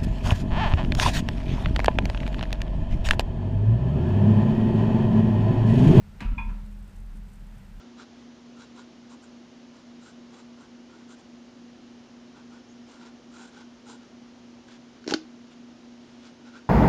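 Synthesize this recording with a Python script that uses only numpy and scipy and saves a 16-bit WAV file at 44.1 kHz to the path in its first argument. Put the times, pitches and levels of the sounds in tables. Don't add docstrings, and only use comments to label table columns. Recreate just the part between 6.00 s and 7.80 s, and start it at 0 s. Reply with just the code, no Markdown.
import sys
import numpy as np
from scipy import signal
from scipy.fft import rfft, irfft, next_fast_len
from scipy.io import wavfile
from scipy.ndimage import map_coordinates

SR = 44100
rng = np.random.default_rng(int(sys.argv[2]) if len(sys.argv) > 2 else 0)


def materialize(psi):
    bounded = np.clip(np.atleast_2d(psi).T, -1, 1)
    quanta = np.round(bounded * 32767).astype(np.int16)
    wavfile.write(sys.argv[1], SR, quanta)


N = 79380
TIME = np.arange(N) / SR


def amp(db):
    return 10 ** (np.asarray(db) / 20)


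def unit_rms(x):
    return x / np.sqrt(np.mean(x ** 2) + 1e-20)


def along(points, hz):
    knots_hz, values = np.transpose(points)
    return np.interp(np.log(hz + 1), np.log(knots_hz + 1), values)


def wobble(rate):
    return map_coordinates(rng.standard_normal(int(N * rate / SR) + 4), [TIME * rate])


def tone(hz, wander_rad, rate):
    return unit_rms(np.sin(2 * np.pi * hz * TIME + wander_rad * wobble(rate)))


def filtered(x, response):
    size = next_fast_len(N + SR // 2)
    return irfft(rfft(x, size) * response(np.fft.rfftfreq(size, 1 / SR)), size)[..., :N]


def noise(spectrum):
    return unit_rms(filtered(rng.standard_normal(N), lambda hz: amp(along(spectrum, hz))))


def rise(seconds):
    return np.sin(np.pi / 2 * np.clip(TIME / seconds, 0, 1)) ** 2


def fade(t, t60):
    return amp(-60 * np.maximum(t, 0) / t60)


def ring(modes, scatter_db, blur_hz):
    t = TIME[:int(0.8 * SR)]
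    hz, db, t60 = np.transpose(modes)[:, :, None]
    gain = amp(db + scatter_db * rng.standard_normal(db.shape))
    walk = np.cumsum(rng.standard_normal((len(modes), len(t))), axis=1)
    drift = walk * np.sqrt(2 * np.pi * blur_hz / SR)
    phase = 2 * np.pi * (hz * t + rng.random(hz.shape)) + drift
    waves = gain * fade(t, t60) * np.sin(phase)
    return np.pad(waves.sum(axis=0), (0, N - len(t)))


def add(out, start_s, x):
    first = int(start_s * SR)
    out[first:] += x[:N - first]


# frequency in Hz, relative density in dB.
HISS_SPECTRUM = [(160, -31), (280, -2.5), (527, -3), (572, -2.5), (717, -5.5), (843, -2.5), (1190, -8),
                 (1330, -5), (8170, -22), (12200, -29.5), (13500, -35)]
def hiss():
    return amp(-61 + 0.8 * wobble(11.6)) * noise(HISS_SPECTRUM)


# frequency in Hz, level in dB.
WHINE_TONES = [(14147, -82), (14207, -86)]
# frequency in Hz, relative density in dB.
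FUZZ_SPECTRUM = [(12500, -36), (13700, -12), (14180, 3), (14400, -3), (14700, -46), (15000, -94)]
def whine():
    tones = sum(amp(db) * tone(hz, wander_rad=0.73, rate=9) for hz, db in WHINE_TONES)
    return tones + amp(-89) * noise(FUZZ_SPECTRUM)


# frequency in Hz, base level in dB, phase wander in radians.
BODY_HUMS = [(37.63, -42.5, 0.77), (86.6, -55.5, 0.91), (204.7, -54, 1)]
# time in seconds, gain in dB.
DEEP_SWAY = [(0, -15.5), (.18, -4.5), (.7, -8), (.82, 6), (.9, -6.5), (.98, 5), (1.17, 4), (1.3, -5.5),
             (1.52, 2.5), (1.63, -11.5), (1.8, 2.5)]
# time in seconds, gain in dB.
UPPER_SWAY = [(0, -0.5), (.1, 1), (.16, -7.5), (.65, 2.5), (.85, 4), (1.05, -2), (1.3, -1.5), (1.6, -3.5),
              (1.8, -2)]
# frequency in Hz, relative density in dB.
ROAR_SPECTRUM = [(15, -11.5), (29, 2.5), (51, 0), (65, -6), (108, -8.5), (142, -4), (222, -8), (272, -24),
                 (410, -29.5), (800, -63)]
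def truck_rumble():
    flutter_db, roar_db = 3.5, -49
    deep, *hums = [amp(db) * tone(hz, wander, rate=11) for hz, db, wander in BODY_HUMS]
    upper = sum(hum * amp(flutter_db * wobble(12.19)) for hum in hums)
    deep_gain = amp(np.interp(TIME, *np.transpose(DEEP_SWAY)))
    upper_gain = amp(np.interp(TIME, *np.transpose(UPPER_SWAY)))
    return deep_gain * deep + upper_gain * upper + amp(roar_db) * noise(ROAR_SPECTRUM)


# frequency in Hz, relative density in dB.
STALK_SPECTRUM = [(2000, -23), (5000, -8), (8000, 7.5), (11000, 1), (14000, -7)]
def hay_crackle():
    peak_s, spread_s, ticks_per_s = 1.1, 0.5, 168.5
    swell = np.exp(-0.5 * ((TIME - peak_s) / spread_s) ** 2)
    ticks = (rng.random(N) < ticks_per_s / SR) * rng.random(N) * swell
    envelope = signal.fftconvolve(ticks, fade(TIME, t60=0.027))[:N]
    return amp(-69.5) * envelope * noise(STALK_SPECTRUM)


# start in seconds, gain in dB.
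BODY_JOLTS = [(.209, -34.5), (.239, -38.5), (.313, -36), (.365, -38.5), (.466, -42.5), (.512, -44),
              (.628, -52), (1.146, -47.5)]
# frequency in Hz, relative level in dB, t60 in seconds.
PANEL_MODES = [(71.4, -7, 0.16), (86.2, -0.5, 0.29), (107.2, -7, 0.42), (137.3, -4, 0.305), (163, -5, 0.35),
               (187.2, -1.5, .3), (210.3, 0, .33), (235.7, -2.5, .22), (286.3, -17.5, 0.32)]
def panel_thuds():
    out = np.zeros(N)
    for start, db in BODY_JOLTS:
        add(out, start, amp(db) * rise(0.0084) * ring(PANEL_MODES, scatter_db=1, blur_hz=0))
    return out


# start in seconds, level in dB, frequency in Hz, then rise, hold and t60 in seconds.
DECK_BOOMS = [(.237, -23.5, 39.1, 0.032, .068, 0.023), (.365, -31.5, 47, 0.0088, 0.046, 0.2),
              (0.409, -26.5, 37.47, 0.055, 0.027, 0.8)]
def deck_booms():
    out = np.zeros(N)
    for start, db, hz, rise_s, hold_s, t60 in DECK_BOOMS:
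        phase = 2 * np.pi * hz * TIME
        flex = unit_rms(np.sin(phase) + amp(-16) * np.sin(2 * phase))
        envelope = rise(rise_s) * fade(TIME - rise_s - hold_s, t60)
        add(out, start, amp(db) * envelope * flex)
    return out


# frequency in Hz, relative level in dB, t60 in seconds.
LOOSE_PART_MODES = [(868, -12.5, 0.22), (920, -5.5, 0.36), (973, -6, 0.33), (1016, -10, 0.45),
                    (1102, -11, 0.22), (1345, -22.5, 0.36), (1632, -18, .28), (2070, -19, .18),
                    (2114, -15, .16), (2316, -11, 0.14), (2442, -5.5, 0.16), (2464.4, 0.5, 0.25),
                    (2590, -11, 0.23), (2600, -19, 0.28), (3420, -19, .3)]
# frequency in Hz, relative density in dB.
RUB_SPECTRUM = [(500, -20), (760, -8.5), (960, 4), (1200, -17), (1900, -13), (2460, 9.5), (2820, -15),
                (3480, -25), (4200, -29), (9000, -67)]
def loose_part_clang():
    out = np.zeros(N)
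    start_s, gain_db = 0.3755, -34.5
    rub = amp(-3.5) * noise(RUB_SPECTRUM) * fade(TIME, t60=0.28)
    ringing = ring(LOOSE_PART_MODES, scatter_db=2.5, blur_hz=5.2)
    add(out, start_s, amp(gain_db) * rise(0.013) * (ringing + rub))
    return out


# frequency in Hz, relative density in dB.
CLATTER_SPECTRUM = [(300, 4), (500, -5), (900, -1), (1600, -3), (2700, -1.5), (3300, -15.5), (5000, -18.5),
                    (8000, -23.5), (14000, -29)]
# frequency in Hz, t60 in seconds.
CLATTER_DECAY = [(520, 0.38), (2100, 0.27), (3600, 0.45), (5500, 0.25), (12000, 0.089)]
def frame_clatter():
    hz, age, bands = signal.stft(noise(CLATTER_SPECTRUM), SR, nperseg=256)
    decay = fade(age, along(CLATTER_DECAY, hz)[:, None])
    _, clatter = signal.istft(bands * decay, SR, nperseg=256)
    return clatter[:N]


# start in seconds, gain in dB, treble cutoff in Hz.
LIFT_CONTACTS = [(0.197, -51, 3400), (0.2052, -35.5, 11500), (0.2075, -38.5, 10500), (0.2136, -45, 7000),
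                 (0.223, -46, 6000), (0.2255, -49, 4600), (0.2333, -54, 7200), (0.2526, -46.5, 4600),
                 (0.287, -50.5, 3600), (.318, -47.5, 3200), (0.484, -53, 2400), (.495, -43, 1700),
                 (0.512, -54, 1390), (.549, -53.5, 1560), (.594, -55, 1200)]
# frequency in Hz, relative density in dB.
CRACK_SPECTRUM = [(400, -22), (1200, -3), (2200, 3.5), (3500, -2), (5000, -9), (7000, -16), (11000, -26),
                  (15000, -42)]
# frequency in Hz, relative level in dB, t60 in seconds.
FRAME_MODES = [(591.2, -11.5, 0.31), (934, -6.5, 0.39), (970, -6.5, 0.47), (1173, -10.5, 0.35),
               (1330, -10, 0.62), (1418.5, -8.5, 0.32), (1550, -9.5, .24), (1655, -6, 0.23),
               (1820, -16, 0.17), (2210, -13, 0.28), (2527, -5, 0.22), (2917, -8, 0.15),
               (3920, -11.5, 0.093), (5000, -15, .04)]
def lift_clunk():
    out = np.zeros(N)
    for start, db, cutoff_hz in LIFT_CONTACTS:
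        clatter = amp(-6) * frame_clatter()
        crack = amp(1) * noise(CRACK_SPECTRUM) * fade(TIME, t60=0.014)
        ringing = amp(-7.5) * ring(FRAME_MODES, scatter_db=0, blur_hz=8.9)
        blow = filtered(clatter + crack + ringing, lambda hz: 1 / np.sqrt(1 + (hz / cutoff_hz) ** 4))
        add(out, start, amp(db) * rise(0.00073) * blow)
    return out


def scene():
    background = hiss() + whine() + truck_rumble() + hay_crackle()
    knocks = panel_thuds() + deck_booms() + loose_part_clang() + lift_clunk()
    return (background + knocks)[None]


def record(dry):
    return filtered(dry, lambda hz: hz < 14800)


dry = scene()
out = record(dry)
materialize(out)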